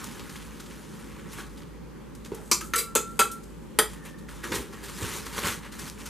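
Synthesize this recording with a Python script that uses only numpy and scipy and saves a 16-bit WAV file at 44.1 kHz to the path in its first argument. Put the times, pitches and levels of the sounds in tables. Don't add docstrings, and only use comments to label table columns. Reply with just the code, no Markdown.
import sys
import numpy as np
from scipy import signal
from scipy.fft import rfft, irfft, next_fast_len
from scipy.io import wavfile
from scipy.ndimage import uniform_filter1d

SR = 44100
rng = np.random.default_rng(int(sys.argv[2]) if len(sys.argv) > 2 else 0)


def nominal_scale(level):
    x = np.asarray(level, float) / 20
    return 10 ** x


def digitize_waveform(pressure):
    field = np.atleast_2d(pressure).T
    bounded = np.clip(field, -1, 1)
    quanta = np.round(bounded * 32767).astype(np.int16)
    wavfile.write(sys.argv[1], SR, quanta)


N = 268569


def evened(x):
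    return x / np.sqrt(np.mean(x ** 2) + 1e-20)


def read(points, hz):
    f, value = np.transpose(points)
    return np.interp(np.log(hz + 1), np.log(f + 1), value)


def add(mix, s, sound):
    part = mix[round(s * SR):][:len(sound)]
    part += sound[:len(part)]


def colour(points, tilt_db=0):
    hz = abs(np.fft.fftfreq(4096, 1 / SR))
    tilt = tilt_db * np.tanh(np.log((hz + 1) / 3000))
    log_gain = np.log(nominal_scale(read(points, hz) + tilt))
    taps = np.fft.ifft(np.exp(np.conj(signal.hilbert(log_gain)))).real[:2048]
    return taps / np.linalg.norm(taps)


def resonate(x, hz, width):
    return signal.lfilter(*signal.iirpeak(hz, hz / width, SR), x)


def swell(rows):
    s, db, rise, fall = np.array(rows).T[:4, :, None]
    t = np.arange(0, N / SR + 1, 1 / 1000) - s
    climb = -t / np.maximum(rise, 0.003)
    decay = t / np.maximum(fall, 0.003)
    return nominal_scale(db - 20 * np.where(t < 0, climb, decay))


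def stretched(curve):
    return np.interp(np.arange(N) / SR * 1000, np.arange(len(curve)), curve)


def creases(per_s, spread_db):
    clumps = nominal_scale(0.48 * evened(uniform_filter1d(rng.standard_normal(N), 400)))
    size = nominal_scale(spread_db * np.minimum(rng.exponential(1, N), 5))
    size *= rng.choice([-1., 1.], N)
    return evened(size * clumps * (rng.random(N) < per_s / SR))


CHATTER_DB = 3.5


def struck(shake, modes, twins, chatter):
    out = np.zeros(len(shake))
    settling = np.minimum(np.arange(len(shake)) / SR / 0.015, 1)
    for k, ((hz, width, db), twin) in enumerate(zip(modes, twins)):
        width = max(width, 24 + hz / 200)
        share = np.linalg.norm(shake) * np.sqrt(np.pi * width / SR / len(shake))
        family = evened(resonate(shake, hz, width))
        family -= nominal_scale(-6) * evened(resonate(shake, hz * twin, width))
        family += nominal_scale(-15.5) * evened(resonate(shake, hz / twin ** 1.67, width))
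        flicker_db = CHATTER_DB * settling * np.roll(chatter, shift=k * 377)
        out += nominal_scale(db + flicker_db) * share * family
    return out


# start in seconds, force in dB,
# clatter in dB, clatter brightness in dB, rattle in seconds.
BLOWS = [(2.3172, -34, -58, -32, 0.073), (2.5143, -17.5, -22, -4.5, 0.014), (2.6096, -30, -38, -2.5, 0.011),
         (2.7356, -19.5, -31, 1, 0.014), (2.7576, -23.5, -30, 4, 0.024), (2.779, -24, -24.5, 10, 0.019),
         (2.7876, -33, -23.5, 3, 0.015), (2.9521, -16, -15, 6, 0.0039), (2.9565, -16, -25, -2.5, 0.016),
         (3.1919, -17, -19, 0.5, 0.018), (3.3146, -33, -36.5, 12, 0.016), (3.788, -13, -21, 14, 0.0097)]
BOUNCES = [
    (2.5142, -25, -15.5, -0.5, .001),
    (2.5195, -36, -34, 5, 0.0045),
    (2.7607, -34, -20, 5, .006),
    (2.9615, -35, -37, 6, 0.0074),
    (3.1957, -22.5, -29, 1, .01),
    (3.2065, -23, -34, 2, 0.0078),
    (3.318, -34, -40, 10, 0.0091),
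    (3.7878, -28, -17, -3.5, 0.0011),
    (3.7925, -26, -36, 2, .01),
    (3.9331, -50, -48, -4, .01),
]
GRIPS = [2.4, 2.6, 2.7, 2.75, 2.9, 3.1, 3.3, 3.6]
# pitch in Hz, width in Hz, level in dB.
DISH = [
    [(298, 53, -1.5), (438, 65, -1), (613, 78, -0.5), (830, 79, -7)],
    [(357, 47, -6), (1086, 59, 3), (1210, 37, -5), (2340, 29, 1), (1390, 50, -9), (435, 40, -8),
     (586, 56, -9), (850, 50, -6), (1000, 50, 0), (2610, 36, -10)],
    [(1254, 91, 7.5), (1470, 80, -3), (2050, 68, -11), (2600, 90, -8)],
    [(424, 110, -7.5), (1366, 24, 13), (1804, 56, 6), (1603, 44, -1), (2390, 72, -14), (3060, 54, -8)],
    [(460, 24, 5), (2280, 21, -3), (1165, 45, -3), (2130, 37, -6.5), (2680, 40, -13)],
    [(436, 63, 6.5), (560, 40, -14), (1337, 28, 4), (2546, 46, -7.5), (846, 46, -2), (2170, 53, -13),
     (480, 30, -4), (1023, 45, -7), (1140, 37, -13), (270, 24, -1)],
    [(430, 21, 6), (600, 60, 1), (800, 100, 1.5), (1352, 29, 13), (2196, 55, -5.5), (2575, 45, -1.5),
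     (1003, 42, -3), (494, 20, -0.5), (940, 45, -2.5), (1127, 62, -3)],
    [],
    [(437, 22, 7), (603, 70, 9.5), (840, 65, -1.5), (1040, 160, 1), (1270, 100, 3.5), (1507, 68, 1),
     (1680, 39, 1), (1963, 37, -14), (1870, 32, -8), (492, 44, -2)],
]
# pitch in Hz, width in Hz, level in dB.
TONGS = [
    [],
    [(4960, 1100, -8), (5950, 930, -2.5), (7040, 420, -4), (6360, 40, -9), (4800, 30, -10), (7080, 38, -5),
     (8260, 25, -12), (9400, 150, -18)],
    [(6000, 660, -7)],
    [(3250, 650, -23), (4200, 53, -32), (4770, 75, -14), (6240, 130, -7)],
    [(4000, 54, -4.5), (4780, 23, -2), (4120, 54, -17), (8200, 820, -12), (10500, 460, -18), (7900, 40, -5),
     (8506, 40, -10), (11600, 150, -22)],
    [(3630, 50, -9), (4160, 54, -9), (6600, 460, -6), (7400, 1050, -12), (7900, 54, -8.5), (6800, 31, -17),
     (6800, 25, -20), (4974, 35, -14.5), (3380, 30, -14)],
    [(3180, 130, -3.5), (3960, 40, -5), (4710, 73, -6.5), (6700, 320, -8.5), (8210, 140, -5.5),
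     (6350, 35, -4.5), (8140, 22, -8), (8850, 35, -17), (7470, 25, -5)],
    [(6900, 160, -15), (8600, 500, -15)],
    [(4300, 70, -23), (6300, 35, -9), (8900, 33, -9), (3170, 26, -14), (3110, 350, -4), (4660, 40, -7),
     (4880, 24, -3.5), (7340, 45, -4), (7600, 30, -12), (5670, 380, -15.5), (8450, 1900, -8.5),
     (10340, 380, -8.5)],
]
# frequency in Hz, level in dB.
CLATTER = [(60, -52), (200, -0.5), (400, 1), (1200, -6.5), (2500, 1), (4500, -5), (7000, -2), (10000, -0.5),
           (15000, -6)]


def tongs(blows):
    u, out = np.arange(9000) / SR, np.zeros(N)
    chance = rng.standard_normal((len(blows), 9000))
    twins = 1 + rng.uniform(0.008, 0.041, (len(DISH), 24)) * rng.choice([-1, 1], (len(DISH), 24))
    low_cut = signal.butter(2, 260, "high", fs=SR)
    for (s, force_db, clatter_db, bright_db, rattle), noise in zip(blows, chance):
        grip = np.searchsorted(GRIPS, s)
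        shake = noise * np.exp(-u / max(rattle, 0.001)) * np.minimum(u / 0.0004, 1)
        shake[0] += 3
        chatter = evened(uniform_filter1d(noise[::-1], size=300))
        body = struck(shake, DISH[grip] + TONGS[grip], twins[grip], chatter)
        add(out, s, nominal_scale(force_db + 14.5) * signal.lfilter(*low_cut, body))
        add(out, s, nominal_scale(clatter_db) * signal.fftconvolve(shake, colour(CLATTER, bright_db)))
    return out


# start in seconds, stop in seconds,
# level in dB.
RINGS = [
    (2.635, 2.76, -51),
    (2.81, 2.975, -38.5),
    (3.015, 3.187, -36),
    (3.244, 3.42, -32.5),
]
RING_HZ, RING_T60_S, RING_RISE_S = 1352, 1.04, 0.016
RING_WAVER_DB, RING_WAVER_RAD = 0.4, 0.092


def ring():
    out = np.zeros(N)
    for s, stop, db in RINGS:
        t = np.arange((stop - s) * SR) / SR
        rise = 1 - np.exp(-(t / RING_RISE_S) ** 2)
        damping = np.minimum(t[::-1] / (0.51 * (stop - s)), 1)
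        swing, slip = (evened(uniform_filter1d(rng.standard_normal(len(t)), size=900)) for _ in range(2))
        tone = np.sin(2 * np.pi * RING_HZ * (t + s) + RING_WAVER_RAD * slip)
        level = nominal_scale(db - 60 * t / RING_T60_S + RING_WAVER_DB * swing)
        add(out, s, level * rise * damping * tone)
    return out


# peak in seconds, level in dB, 20 dB rise in seconds, 20 dB fall in seconds
JIGGLE = [
    (2.662, -49.5, 0.46, 0.1),
    (2.86, -60, -2.3, 0.3),
    (3.05, -57.5, -0.6, 1.16),
    (3.32, -49.5, -0.3, -0.22),
    (3.435, -56, -0.1, -0.4),
]
# pitch in Hz, width in Hz, level in dB.
HINGE = [(4830, 590, -2), (6900, 460, 4), (8100, 1900, 12), (10400, 1400, 4), (11800, 1200, -4)]


def hinge():
    knocks = creases(per_s=4900, spread_db=4.0)
    rings = evened(sum(nominal_scale(db) * resonate(knocks, hz, width) for hz, width, db in HINGE))
    return stretched(swell(JIGGLE).sum(0)) * rings


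def puckered(x, patchy_db):
    z = signal.stft(x, nperseg=256)[2]
    patches = rng.standard_normal(z.shape[::-1])
    patches = evened(uniform_filter1d(uniform_filter1d(patches, 8, 0), 4, 1)).T
    return evened(signal.istft(z * nominal_scale(patchy_db * patches), nperseg=256)[1][:N])


# peak in seconds, crackle in dB, 20 dB rise in seconds,
# 20 dB fall in seconds, body of the film in dB over the crackle.
NEAR_BAG = [(0.0, -48.5, .01, 1.14, 3.5), (.044, -48, -0.1, 0.04, -9), (.072, -48, .03, .03, -4),
            (.199, -53, -0.36, -0.04, 2), (.361, -50, -0.05, -0.22, 0), (.31, -56, -0.7, 0.7, -4),
            (0.602, -48, .015, 0.05, -4), (.7, -53.5, 0.03, 0.16, 2.5), (1.01, -55.5, 1, 0.35, -2),
            (1.18, -60, 0.5, 0.36, 9.5), (1.325, -48.5, 0.08, 0.17, -2), (1.392, -46, 0.06, 0.11, 4.5),
            (1.5, -62, 0.05, 0.3, -2), (1.58, -60, 0.05, 0.2, -6)]
PAN_BAG = [(3.9, -49.5, 0.021, 0.14, 2.5), (4.061, -47, 0.035, 0.067, 3.5), (4.188, -57, .02, .1, -11),
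           (4.29, -53.5, 0.017, 0.69, 4), (4.44, -38.5, 0.01, 0.087, 5.5), (4.52, -40.5, 0.003, 0.15, 7.5),
           (4.558, -32.5, 0.068, 0.077, -2), (4.73, -53, 0.022, 0.21, 8.5),
           (4.834, -42.5, 0.0082, 0.24, -2), (5.039, -39, 0.16, 0.41, 2.5), (5.17, -39.5, 0.34, 0.085, -7),
           (5.259, -42.5, 0.008, 0.068, -6), (5.335, -43.5, .05, 0.11, 2.5), (5.384, -36, 0.058, 0.057, 3),
           (5.441, -38.5, 0.031, 0.13, 8), (5.462, -38.5, 0.023, 0.045, 7.5), (5.481, -31, 0.11, 0.076, 0),
           (5.53, -40.5, 0.066, .06, 3.5), (5.66, -51.5, 0.086, 0.064, 9), (5.727, -47.5, 0.013, 0.22, 2.5),
           (5.792, -44.5, 0.021, 0.21, 2), (5.88, -44.5, 0.12, 0.03, 2), (6.0, -48, 0.042, 0.14, 3),
           (6.06, -38, 0.0062, 0.048, -1.5)]
# peak in seconds, level in dB, 20 dB rise in seconds,
# 20 dB fall in seconds.
SETTLING = [
    (4.523, -32, 0.05, 0.19),
    (5.035, -40, 0.07, -0.5),
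]
# frequency in Hz, level in dB.
CRACKLE = [(1500, -28), (3000, -1.5), (4500, -1), (7000, 1), (10000, -1.5), (15500, -8.5)]
FILM = [(300, 1.5), (600, 0), (1000, 4.5), (1800, 2.5), (2600, -4), (4500, -17), (9000, -80)]
FLAP = [(30, -11), (80, -17), (200, -5.5), (400, 1.5), (700, -11), (1500, -81)]
FLAP_DB, FLAP_FOLLOWS_FILM = -8.5, 0.85


def bag():
    stream = creases(per_s=3000, spread_db=2.0)
    broad = evened(stream + 0.89 * creases(per_s=1500, spread_db=1.0))
    flaps = creases(per_s=1500, spread_db=2.0)
    layers = [(stream, CRACKLE), (broad, FILM), (flaps, FLAP)]
    sounds = [puckered(signal.oaconvolve(x, colour(c))[:N], patchy_db=2.0) for x, c in layers]
    squeezes = NEAR_BAG + PAN_BAG
    film_db = np.array(squeezes)[:, -1]
    shares = nominal_scale(np.array([0 * film_db, film_db, FLAP_DB + FLAP_FOLLOWS_FILM * film_db]))
    power = shares ** 2 @ swell(squeezes) ** 2
    power[2] += (swell(SETTLING) ** 2).sum(0)
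    return sum(stretched(np.sqrt(p)) * sound for p, sound in zip(power, sounds))


# start in seconds,
# peak in dB, pitch of the fold or tick in Hz, film body in dB (lower is less body).
SNAPS = [(0.04, -23, 7430, -15), (0.196, -27, 2760, 0), (0.294, -28.5, 5700, 0), (0.358, -25.5, 3260, -2),
         (0.418, -28, 2770, -17), (0.6, -31, 5560, -1), (0.659, -28.5, 3120, -4), (0.713, -32, 2800, 0),
         (1.331, -29.5, 9200, 2.5), (1.384, -25, 1500, 0), (1.397, -32, 3500, 3), (1.574, -28, 2780, -4.5),
         (1.617, -33, 2770, 1), (2.15, -34.5, 6900, -4), (2.2465, -30.5, 5500, 0), (2.257, -30.5, 5850, 1),
         (2.347, -29, 9100, -20), (3.434, -36.5, 7400, -26), (4.2874, -30.5, 3060, 5),
         (4.441, -27.5, 1800, -20), (4.519, -18, 3710, 4), (4.731, -31, 3710, -12), (4.829, -34, 5360, 3),
         (4.889, -31.5, 5990, 4.5), (5.264, -25.5, 6830, 4.5), (5.377, -16.5, 2990, 4.5),
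         (5.431, -26, 2200, 7), (5.718, -28, 3940, -22), (5.792, -23, 6900, -5), (5.881, -23, 5950, -12),
         (6.005, -26, 2600, -15), (6.056, -34, 6200, -15)]
SPRAY_S = 0.0087


def snaps():
    u, out = np.arange(3000) / SR, np.zeros(N)
    crackle, film = colour(CRACKLE), colour(FILM)
    for (s, db, hz, film_db), (grain, size) in zip(SNAPS, rng.standard_normal((len(SNAPS), 2, 3000))):
        spray = grain * nominal_scale(8.1 * size) * np.exp(-u / SPRAY_S) * np.minimum(u / 0.0035, 1)
        spray *= np.sqrt(SPRAY_S * SR) / np.linalg.norm(spray)
        spray[0] += 5
        wide = signal.fftconvolve(spray, 0.12 * crackle + nominal_scale(film_db) * film)[:3000]
        pitched = nominal_scale(4.5) * resonate(spray, hz, 0.76 * hz)
        add(out, s, nominal_scale(db - 16.5) * (wide + pitched))
    return out


# start in seconds, peak in dB, pitch in Hz.
TICKS = [(0.0414, -35, 7500), (0.107, -53, 2500), (0.1954, -28.5, 2630), (0.197, -30, 5500),
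         (0.2566, -37, 1900), (0.2949, -36, 5000), (0.358, -27, 2350), (0.3585, -44, 3600),
         (0.5977, -34, 4500), (0.7114, -32, 2600), (1.012, -40, 2200), (1.196, -34.5, 2420),
         (1.3091, -43, 1500), (1.3336, -42, 2500), (1.3853, -25, 1470), (1.605, -36, 2000),
         (1.6342, -35, 3200), (4.287, -30, 1900), (4.442, -25, 1820), (4.45, -29, 1800), (4.518, -27, 1290),
         (4.5293, -25, 1630), (4.8307, -44, 5000), (4.8857, -28, 4000), (5.0331, -31, 2140),
         (5.2571, -29, 5000), (5.316, -32, 5000), (5.388, -17, 1080), (5.437, -15, 2500),
         (5.461, -18, 2200), (5.635, -39, 2980), (5.7934, -36, 1930), (5.9786, -32, 2400),
         (6.0574, -42, 4000)]
TICK_CYCLES = 1.1


def ticks():
    u, out = np.arange(600) / SR, np.zeros(N)
    for s, db, hz in TICKS:
        add(out, s, nominal_scale(db) * np.sin(2 * np.pi * hz * u) * np.exp(-u * hz / TICK_CYCLES))
    return out


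# start in seconds, peak in dB,
# pitch in Hz, length in seconds.
BUMPS = [
    (2.3192, -20.5, 395, 0.0081),
    (2.336, -26.5, 438, 0.0081),
    (4.517, -31, 215, 0.012),
    (4.577, -33, 59, 0.02),
    (5.0155, -28.5, 332, 0.0046),
    (5.025, -25, 103, 0.011),
    (5.045, -23, 306, 0.0025),
    (5.065, -41, 64, 0.046),
    (5.44, -37, 158, 0.023),
]


def bumps():
    u, out = np.arange(6000) / SR, np.zeros(N)
    for s, db, hz, length in BUMPS:
        add(out, s, nominal_scale(db) * np.sin(2 * np.pi * hz * u) * np.exp(-u / max(length, 0.002)))
    return out


# peak in seconds, level in dB, 20 dB rise in seconds,
# 20 dB fall in seconds.
PAN_HUM = [
    (3.95, -59, 0.1, 0.4),
    (4.06, -57.5, 0.17, .3),
    (4.17, -65, .2, 0.22),
]
PAN_HZ, PAN_WIDTH_HZ = 1800, 83


def pan():
    hum = rng.standard_normal(N)
    for _ in range(2):
        hum = resonate(hum, PAN_HZ, PAN_WIDTH_HZ)
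    return stretched(swell(PAN_HUM).sum(0)) * evened(hum)


# frequency in Hz, time to die by 60 dB in seconds.
KITCHEN = [(200, 0.2), (1000, 0.21), (4000, 0.25), (12000, 0.18)]
# frequency in Hz, level in dB.
ROOM_COLOUR = [(100, 6.5), (600, -1.5), (1500, -0.5), (15000, 1.5)]


def tail(t60s, start, size):
    taps = np.zeros(size)
    at = np.arange(start, size - 20, 20)
    taps[at + rng.integers(0, 20, len(at))] = rng.choice([-1., 1.], len(at))
    hz, t, z = signal.stft(taps, SR, nperseg=256)
    dying = z * nominal_scale(-60 * t / read(t60s, hz)[:, None])
    bands = rfft(signal.istft(dying, SR, nperseg=256)[1], size)
    bands /= np.sqrt(uniform_filter1d(abs(bands) ** 2, size=24))
    out = irfft(bands * nominal_scale(read(ROOM_COLOUR, np.fft.rfftfreq(size, 1 / SR))), size)
    out[:start] = 0
    out[size * 3 // 4:] = 0
    return out / np.linalg.norm(out)


# frequency in Hz, level in dB.
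AIR = [(25, -51), (45, 1), (90, -8), (170, 1), (300, -3), (480, -7), (900, -14), (1500, -20.5),
       (2500, -27.5), (5000, -33), (9000, -36), (15500, -41)]
# frequency in Hz, likeness (1 is the same).
AIR_SAME = [(60, 0.25), (150, 0.18), (380, 0.071), (950, 0.35), (2380, 0.79), (5980, 0.36), (15000, 0.052)]
AIR_DB = -43.5
# pitch in Hz, width in Hz, level in dB, steady part over wavering part (ratio).
HUM = [(55.2, 8, -48.5, 2.6), (217.7, 12, -55, 1.6), (162.5, 36, -56, 1.6)]


def air():
    frames, hz = N // 512 + 5, np.fft.rfftfreq(2048, 1 / SR)
    a, b, c, d, patches = rng.standard_normal((frames, 1025, 5)).T
    patches = evened(uniform_filter1d(uniform_filter1d(patches, 20, 0), 8, 1))
    same = np.clip(read(AIR_SAME, hz), -1, 1)[:, None]
    left = a + 1j * b
    right = same * left + np.sqrt(1 - same ** 2) * (c + 1j * d)
    z = np.array([left, right]) * nominal_scale(read(AIR, hz)[:, None] + patches)
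    out = nominal_scale(AIR_DB) * evened(signal.istft(z, nperseg=2048, noverlap=1536)[1][:, :N])
    for hum_hz, width, db, steady in HUM:
        r = np.exp(-np.pi * width / SR)
        wobble = rng.standard_normal((N, 2)) @ [1, 1j]
        for _ in range(2):
            wobble = signal.lfilter([1], [1, -r], wobble)
        wobble = steady + wobble / np.sqrt(np.mean(abs(wobble) ** 2))
        line = wobble * np.exp(2j * np.pi * hum_hz * np.arange(N) / SR)
        out += nominal_scale(db) * evened(np.array([line.real, (line * np.exp(1.1j)).real]))
    return out


def ported(x, room, ports):
    size = next_fast_len(N)
    smeared = rfft(signal.fftconvolve(x, room)[:N], size)
    return irfft(smeared * nominal_scale(read(ports, np.fft.rfftfreq(size, 1 / SR))), size)[:N]


# frequency in Hz,
# left-right difference in dB over the near sound.
PORTS = [(60, -29), (120, -6), (250, -35), (500, -14), (1000, -32), (2000, -31), (4000, -38), (7500, -9),
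         (15000, -1)]
DISH_PORTS = [(100, -14), (380, -17), (700, -22), (1290, -14), (2380, -39), (4400, -29), (8100, -10.5),
              (15000, -4)]


def scene():
    far = tail(KITCHEN, start=180, size=SR // 2)
    close = tail(KITCHEN, start=10, size=SR // 2)
    metal, glass = tongs(BLOWS) + tongs(BOUNCES), ring()
    soft = hinge() + bag() + snaps() + ticks() + bumps() + pan()
    near = metal + glass + soft
    mid = near + nominal_scale(-7.5) * signal.fftconvolve(near, far)[:N]
    side = ported(soft, close, PORTS) + ported(metal, close, DISH_PORTS)
    side += nominal_scale(-27) * np.roll(glass, shift=8)
    return np.array([mid + side, mid - side]) + air()


def top_cut(x):
    return signal.sosfilt(signal.butter(12, 16240, fs=SR, output="sos"), x)


NOTCH_HZ, NOTCH_WIDTH_HZ, NOTCH_DEPTH = 678.5, 298, 0.88
LOW_CUT_HZ, TOP_HZ, TOP_DB, EDGE_HZ = 47, 14800, -36, 16250
# frequency in Hz, left minus right in dB.
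LEAN = [(60, -0.5), (250, -1), (1000, -0.5), (2000, 0.5), (4000, 1.3), (12000, 0.1)]


def record(dry):
    b, a = signal.iirpeak(NOTCH_HZ, NOTCH_HZ / NOTCH_WIDTH_HZ, SR)
    notched = dry - NOTCH_DEPTH * signal.lfilter(b, a, dry)
    cut = signal.sosfilt(signal.butter(4, LOW_CUT_HZ, "high", fs=SR, output="sos"), notched)
    below = signal.oaconvolve(cut, signal.firwin(301, TOP_HZ, fs=SR)[None], "same")
    heard = np.tanh(below + nominal_scale(TOP_DB) * (cut - below))
    size = next_fast_len(N)
    hz = np.fft.rfftfreq(size, 1 / SR)
    lean = nominal_scale(np.outer([0.5, -0.5], read(LEAN, hz)))
    heard = irfft(rfft(heard, size) * lean * (hz < EDGE_HZ), size)[:, :N]
    return top_cut(heard)


dry = scene()
out = record(dry)
digitize_waveform(out)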